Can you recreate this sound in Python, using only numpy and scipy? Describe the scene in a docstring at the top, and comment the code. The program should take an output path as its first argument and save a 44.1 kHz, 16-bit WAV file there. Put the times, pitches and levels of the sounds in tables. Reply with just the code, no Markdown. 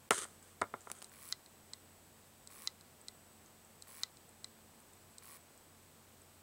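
"""In a quiet room, close up: a failed laptop hard drive. A hand bumps and scuffs its case at first.
Then the drive tries over and over: a latch tick, a short scrape of motor steps that mostly quicken,
a hard knock of the head arm on its stop and a lighter knock back, over a low hum and a thin whine.
Knocks and bumps are dying sines with short noise bursts; the rub is a dense stream of tiny slips.
The motor is pulsed, narrow-band noise with a ringing hub; air and hiss are coloured noise."""
import sys
import numpy as np
from scipy import signal
from scipy.fft import rfft, irfft
from scipy.io import wavfile

SR = 44100
rng = np.random.default_rng(int(sys.argv[2]) if len(sys.argv) > 2 else 0)


def bounce(signal):
    """Save signal as a 16-bit WAV file at the path given by the first command-line argument."""
    frames = np.transpose(np.atleast_2d(signal))
    limited = np.clip(frames, -1, 1)
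    pcm = np.round(limited * 32767).astype(np.int16)
    wavfile.write(sys.argv[1], SR, pcm)


N = 283122
TIME = np.arange(N) / SR
RING = TIME[:SR // 6]  # the time axis of one blow

# In the tables, t60/s is the time a ring takes to fade by 60 dB.
# what the arm and its stop ring with: f/Hz, level/dB, t60/s
ARM_MODES = [(1083, -39, 0.046), (1302, -42.5, 0.078), (1500, -55, 0.062), (2011, -29, 0.054),
             (2430, -38.5, 0.023), (3285, -14.5, 0.006), (3720, -27, 0.033), (4030, 3.6, 0.0073),
             (4110, 5.5, 0.0037), (4900, -12.5, 0.011), (5244, -12.5, 0.0089), (5990, -6.5, 0.0025),
             (6490, -22, 0.017), (7020, -13, 0.0046), (7580, -25.5, 0.014), (8080, -30, 0.019),
             (9340, -21, 0.0031), (11600, -28, 0.0076)]
# colour of the noise at the instant of contact: f/Hz, level per Hz/dB
CRACK_COLOUR = [(470, -55), (800, -47), (1180, -2.5), (3210, -32), (4060, 3), (4600, -10), (5340, -21.5),
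                (10300, -42), (11700, -31), (12900, -42), (15500, -43)]
# what the latch rings with: f/Hz, level/dB, t60/s
LATCH_MODES = [(8180, 2.5, 0.0093), (8380, -8.5, 0.0047)]
# the head arm touches the latch before each try: t/s
LATCH_TIMES = [1.0440, 2.4734, 3.8227, 5.1829]
# how every latch touch sounds: level/dB, brightness/(dB per octave), latch ring/dB
LATCH_TOUCH = (-38.7, 9, -40.5)
# the head arm is thrown against its stop: t/s
THROW_TIMES = [1.3245, 2.6736, 4.0339]
# a hard knock, a faint touch and a knock back:
# t after the throw/s, level/dB, brightness/(dB per octave), latch ring/dB
THROW_KNOCKS = [(0, -15, 1, -49), (.1365, -44, 1, -50), (.4099, -27, -1.2, -37.5)]

# the motor tries to turn: start t/s, end t/s, sizzle level/dB, jolt level/dB, current build-up/s
MOTOR_TRIES = [(1.117, 1.145, -56, -54.5, .005), (1.147, 1.323, -52, -56, .08),
               (2.502, 2.675, -54.5, -55, .005), (3.871, 4.035, -54, -54.5, .005),
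               (5.2235, 5.372, -54.5, -54.5, .005)]
# noise bands of the motor windings: f/Hz, width/Hz, level/dB
WINDING_BANDS = [(5500, 4000, 1), (8120, 300, 1), (9200, 600, -5), (10820, 500, 3), (11900, 1600, -8),
                 (14200, 700, 0), (15600, 700, 0)]
# what the motor hub rings with: f/Hz, level/dB, t60/s
HUB_MODES = [(1052, -4, 0.028), (1130, -2.5, 0.032), (1440, -1.5, 0.0086), (1880, -2, 0.014),
             (2330, -0.5, .01), (2900, -5, .005), (4250, -0.5, 0.0043)]
START_STEPS_PER_S, START_S = 100, .042  # each try begins with slow, even steps
RUN_STEPS_PER_S, SPEEDUP_PER_S2 = 120, 640  # then the rate jumps and climbs steadily

# faint stray ticks: t/s, level/dB, f/Hz
STRAY_TICKS = [(.4265, -54, 7800), (.8073, -52.5, 7340), (.8155, -55, 7400), (.988, -52, 7800),
               (1.095, -55, 7800), (3.0142, -53, 8200), (3.4601, -57, 6600), (4.8022, -56, 8700)]
# a faint tick that keeps time: first t/s, period/s, level/dB, f/Hz
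PACED_TICK = (3.649, .6423, -56, 8050)

# bumps on the case: t/s, thud level/dB, hardness f/Hz
CASE_BUMPS = [(.1076, -17.7, 2600), (.1121, -22.5, 2300), (.251, -41, 1500), (.6146, -22, 860),
              (.6177, -20.3, 1710), (.7387, -27, 1190), (.8708, -36, 1160), (.9003, -41, 2000)]
# after a full blow the case bounces twice: t after the blow/s, level/dB, share of the hardness
CASE_BOUNCES = [(.0104, -7, .59), (.0218, -16.6, .95)]
FULL_BLOW_DB = -19
BOUNCE_SOONER, BOUNCE_WEAKER = .29, .75  # a lighter blow bounces sooner and less: powers of its strength
# what the case rings with: f/Hz, level/dB, t60/s
CASE_MODES = [(231, -4.5, 0.0077), (285, -14, 0.028), (371.5, -15.5, 0.042), (438, -4, 0.013),
              (571, -17, 0.07), (676, -9, 0.02), (859, -11, 0.035), (995, -7.5, 0.029), (1220, 1, 0.014),
              (1403, -7, 0.04), (1574, -22, 0.06), (1600, 5, 0.0047), (1820, 5, 0.0068), (2113, -5, 0.022),
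              (2267, -9, 0.019), (2930, -7, 0.0081), (3430, -12, 0.018), (3700, -9, 0.018)]
# the first, hardest blow also rings the hollow of the case: f/Hz, level/dB, t60/s
HOLLOW_MODES = [(384.5, -40.5, .17), (415, -22, 0.034)]
# sharp snaps of the case's edges: t/s, level before the treble cut/dB, top f/Hz
EDGE_SNAPS = [(.1076, -17, 6000), (.1072, -19, 15000), (.1125, -21.5, 6000), (.1822, -34, 9000),
              (.188, -37, 9000), (.6147, -37.5, 9000), (.6177, -32.5, 7000), (.9003, -39.5, 8000),
              (.9157, -31, 10900), (1.019, -39, 7000), (1.0244, -39.5, 20200)]
# colour of the snap noise: f/Hz, level per Hz/dB
SNAP_COLOUR = [(880, -3), (1500, -8.5), (5040, -7.5), (7470, -1), (9010, 3), (12400, -10.5), (15800, -9)]

# strokes of the hand over the case: start t/s, length/s, level/dB, swell/(dB per s)
HAND_RUBS = [(.108, .134, -38.5, -44), (.25, .11, -63, -75), (.418, .11, -65, -25), (.775, .125, -71, 40),
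             (.945, .13, -61, -50)]
# colour of the rubbing noise: f/Hz, level per Hz/dB
RUB_COLOUR = [(150, -43), (250, -21), (297, -13), (372, -4), (427, -6.5), (795, -21), (1310, -0.5),
              (1990, -9.5), (2660, -17), (3110, -8.5), (5500, -15.5), (6310, -7.5), (7130, -8), (8620, -1),
              (15500, -37.5)]
RUB_ATTACK_S, RUB_RELEASE_DB_PER_S = .008, 1100

# colour of the room air and hiss: f/Hz, level per Hz/dB
AIR_COLOUR = [(20, -12.5), (50, -6.5), (110, -5), (150, 0), (190, -4), (300, -4), (800, -6.5),
              (2000, -13.5), (6000, -17.5), (7400, -15), (8100, -12), (10000, -18.5), (15500, -17)]
AIR_DB = -62.5
# steady hum and whine: f/Hz, width/Hz, level/dB, waver (0 to 1)
HUM_LINES = [(90, 5, -73.5, 0.25), (222, 15.6, -76, 0.96), (7984, 2.5, -75, 0.3)]
# the level dips briefly: from t/s, to t/s
DROPOUT = (0.0917, .1055)
TOP_HZ = 15850  # the treble ends here


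def amp(db):
    """Turns decibels into a gain."""
    return 10 ** (np.asarray(db) / 20)


def evened(x):
    """Scales a sound to an rms (average strength) of 1."""
    return x / np.sqrt(np.mean(x ** 2) + 1e-20)


def add(mix, s, sound):
    """Mixes a sound in at time s."""
    part = mix[max(round(s * SR), 0):][:len(sound)]
    part += sound[:len(part)]


def coloured(x, points):
    """Shapes the spectrum of x by a line drawn through (Hz, dB) points, at rms 1."""
    hz, db = np.transpose(points)
    f = np.fft.rfftfreq(len(x), 1 / SR)
    gain = amp(np.interp(np.log(f + 1), np.log(hz + 1), db))
    return evened(irfft(rfft(x) * gain, len(x)))


def band(hz, width_hz, size):
    """Noise gathered around one resonance, at rms 1."""
    f = np.fft.rfftfreq(size, 1 / SR)
    noise = rfft(rng.standard_normal(size))
    return evened(irfft(noise / (1 + ((f - hz) / width_hz) ** 2), size))


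def fade(t60):
    """An exponential decay by 60 dB in t60 seconds."""
    return np.exp(-np.log(1000) * RING / t60)


def ring(modes, weight_db=lambda hz: 0):
    """Dying sines of a struck body; weight_db says how strongly the blow reaches each."""
    out = np.zeros(len(RING))
    for k, (hz, db, t60) in enumerate(modes):
        # neighbouring modes swing against each other, so the sound takes a moment to build
        sign = (-1) ** k
        out += sign * amp(db + weight_db(hz)) * fade(t60) * np.sin(2 * np.pi * hz * RING)
    return out


def burst(peak_s):
    """An envelope that rises to 1 at peak_s and dies away."""
    return RING / peak_s * np.exp(1 - RING / peak_s)


def knocks():
    """Lists every contact of the arm: t/s, level/dB, brightness/(dB per octave), latch ring/dB."""
    rows = [(s, *LATCH_TOUCH) for s in LATCH_TIMES]
    for s in THROW_TIMES:
        rows += [(s + delay, *knock) for delay, *knock in THROW_KNOCKS]
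    return rows


def head_arm(contact_s=.0001, crack_db=-23, crack_s=0.00086, pivot_hz=4100,
             shiver_db=-39.5, shiver_width_hz=900, shiver_t60=0.1):
    """Each contact makes the metal ring and crack, loose parts shiver after it, and the latch rings."""
    out = np.zeros(N)
    press = 1 - np.exp(-RING / contact_s)  # the force sets in over the contact time
    for s, db, tilt_db, latch_db in knocks():
        # brightness tilts the ring around the pivot
        metal = press * ring(ARM_MODES, lambda hz: tilt_db * np.log2(hz / pivot_hz))
        crack = coloured(rng.standard_normal(len(RING)), CRACK_COLOUR) * burst(crack_s)
        shiver = band(pivot_hz, shiver_width_hz, len(RING)) * fade(shiver_t60)
        knock = metal + amp(crack_db) * crack + amp(shiver_db) * shiver
        add(out, s, amp(db) * knock + amp(latch_db) * ring(LATCH_MODES))
    return out


def step_rate(age):
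    """Motor steps a second at this age of a try."""
    running = RUN_STEPS_PER_S + SPEEDUP_PER_S2 * (age - START_S)
    return np.where(age < START_S, START_STEPS_PER_S, running)


def motor(between=0.37, sizzle_s=0.0042, lag_s=.0004, off_beat_db=5.0, uneven_db=2.0,
          rattle=0.52, rattle_s=0.0013, weak_db=-8):
    """Each step of current makes the windings sizzle; every second step jolts and rattles the hub."""
    current, jolts = np.zeros(N), np.zeros(N)
    pulse = np.sin(np.pi * np.minimum(RING / sizzle_s, 1)) ** 2
    for start, end, sizzle_db, jolt_db, build_s in MOTOR_TRIES:
        age = np.arange(0, end - start, 1 / SR)
        step_count = np.cumsum(step_rate(age)) / SR
        # a step falls wherever the count passes a whole number
        steps = age[np.diff(np.floor(step_count), prepend=-1) > 0]
        flow = np.full(len(age), between)  # the current that flows between pulses
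        for k, s in enumerate(steps):
            step_db = uneven_db * rng.standard_normal() + off_beat_db * (k % 2 - 0.5)
            add(flow, s + lag_s, amp(step_db) * (1 - between) * pulse)
            if k % 2 == 0:
                chatter = burst(rattle_s) * rng.standard_normal(len(RING))
                click = np.sqrt(max(1 - rattle ** 2, 0)) * (RING == 0)
                kick = click + rattle * chatter / np.linalg.norm(chatter)
                add(jolts, start + s, amp(jolt_db) * kick)
        build_db = weak_db * np.maximum(1 - age / build_s, 0)
        add(current, start, flow * amp(sizzle_db + build_db))
    sizzle = evened(sum(amp(db) * band(hz, width, N) for hz, width, db in WINDING_BANDS))
    return current * sizzle + signal.fftconvolve(jolts, ring(HUB_MODES))[:N]


def ticks(width_hz=550, peak_s=0.00085):
    """Short fizzy ticks, each in one narrow band: some stray, some at a steady pace."""
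    out = np.zeros(N)
    shape = burst(peak_s)
    first, period, paced_db, paced_hz = PACED_TICK
    paced = [(s, paced_db, paced_hz) for s in np.arange(first, N / SR, period)]
    for s, db, hz in STRAY_TICKS + paced:
        fizz = shape * band(hz, width_hz, len(RING))
        # every tick gets the energy of its envelope
        add(out, s, amp(db) * fizz * np.linalg.norm(shape) / np.linalg.norm(fizz))
    return out


def blows():
    """Lists every bump followed by its bounces: t/s, thud level/dB, hardness f/Hz."""
    rows = []
    for s, db, hard_hz in CASE_BUMPS:
        force_db = db - FULL_BLOW_DB
        rows.append((s, db, hard_hz))
        for delay, loss_db, share in CASE_BOUNCES:
            bounce_s = s + delay * amp(BOUNCE_SOONER * force_db)
            bounce_db = db + loss_db + BOUNCE_WEAKER * force_db
            rows.append((bounce_s, bounce_db, hard_hz * share))
    return rows


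def bumps(snap_s=0.00053, contact_s=0.00022, low_cut_hz=150,
          rock_hz=105, rock_db=-23.5, rock_s=0.009, soft_hz=1000):
    """A soft blow reaches mainly the low modes and rocks the whole case; a hard edge adds a snap."""
    out, rocking = np.zeros(N), np.zeros(N)
    press = 1 - np.exp(-RING / contact_s)
    f = np.fft.rfftfreq(len(RING), 1 / SR)
    for s, thud_db, hard_hz in blows():
        thud = press * ring(CASE_MODES, lambda hz: -10 * np.log10(1 + (hz / hard_hz) ** 4))
        add(out, s, amp(thud_db) * thud)
        rock_gain = amp(thud_db + rock_db) / (1 + (hard_hz / soft_hz) ** 2)
        add(rocking, s, rock_gain * burst(rock_s) * np.sin(2 * np.pi * rock_hz * RING))
    for s, snap_db, top_hz in EDGE_SNAPS:
        grit = coloured(rng.standard_normal(len(RING)), SNAP_COLOUR)
        dulled = irfft(rfft(grit) / np.sqrt(1 + (f / top_hz) ** 6), len(RING))
        add(out, s, amp(snap_db) * dulled * burst(snap_s))
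    add(out, CASE_BUMPS[0][0], press * ring(HOLLOW_MODES))
    # the thin shell itself radiates little bass
    low_cut = signal.butter(2, low_cut_hz, "highpass", fs=SR, output="sos")
    return signal.sosfilt(low_cut, out) + rocking


def pressure():
    """Each stroke sets in quickly, swells or fades evenly, and lifts off."""
    out = np.zeros(N)
    age = TIME[:SR // 2]
    for start, length, db, swell in HAND_RUBS:
        swell_db = swell * np.minimum(age, length)
        release_db = RUB_RELEASE_DB_PER_S * np.maximum(age - length, 0)
        add(out, start, np.minimum(age / RUB_ATTACK_S, 1) * amp(db + swell_db - release_db))
    return out


def rubbing(slips_per_s=4500, spread_db=3.5, smear_s=0.0002):
    """Dense tiny slips of uneven size, each smeared into a short fizz."""
    size = amp(spread_db * np.minimum(rng.exponential(1, N), 4))
    slips = size * (rng.random(N) < slips_per_s / SR)
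    power = signal.lfilter([1], [1, -np.exp(-1 / (smear_s * SR))], slips ** 2)
    fizz = np.sqrt(power) * rng.standard_normal(N)
    return coloured(fizz, RUB_COLOUR) * pressure()


def room(x, wet_db, t60):
    """Adds a faint, short tail of scattered reflections."""
    tail = rng.standard_normal(len(RING)) * fade(t60) * (RING > .003)  # nothing returns before 3 ms
    return x + amp(wet_db) * signal.fftconvolve(x, tail / np.linalg.norm(tail))[:N]


def background():
    """Steady air, a low hum and a thin whine; narrow noise around each pure tone makes it waver."""
    out = amp(AIR_DB) * coloured(rng.standard_normal(N), AIR_COLOUR)
    for hz, width, db, waver in HUM_LINES:
        tone = np.sqrt(2) * np.cos(2 * np.pi * hz * TIME)
        out += amp(db) * evened(tone + waver * band(hz, width, N))
    return out


def scene():
    """The drive and the hand on it, in the room."""
    drive = room(head_arm() + motor() + ticks(), wet_db=-27, t60=.2)
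    hand = room(bumps(), wet_db=-16.5, t60=0.14) + rubbing()
    return (drive + hand + background())[None]


def record(dry):
    """Dips the level briefly, then cuts the treble above TOP_HZ."""
    live = np.where((TIME > DROPOUT[0]) & (TIME < DROPOUT[1]), amp(-28), 1)
    treble_cut = signal.firwin(511, TOP_HZ, window=("kaiser", 9), fs=SR)
    return signal.oaconvolve(dry * live, treble_cut[None], "same")


dry = scene()
out = record(dry)
bounce(out)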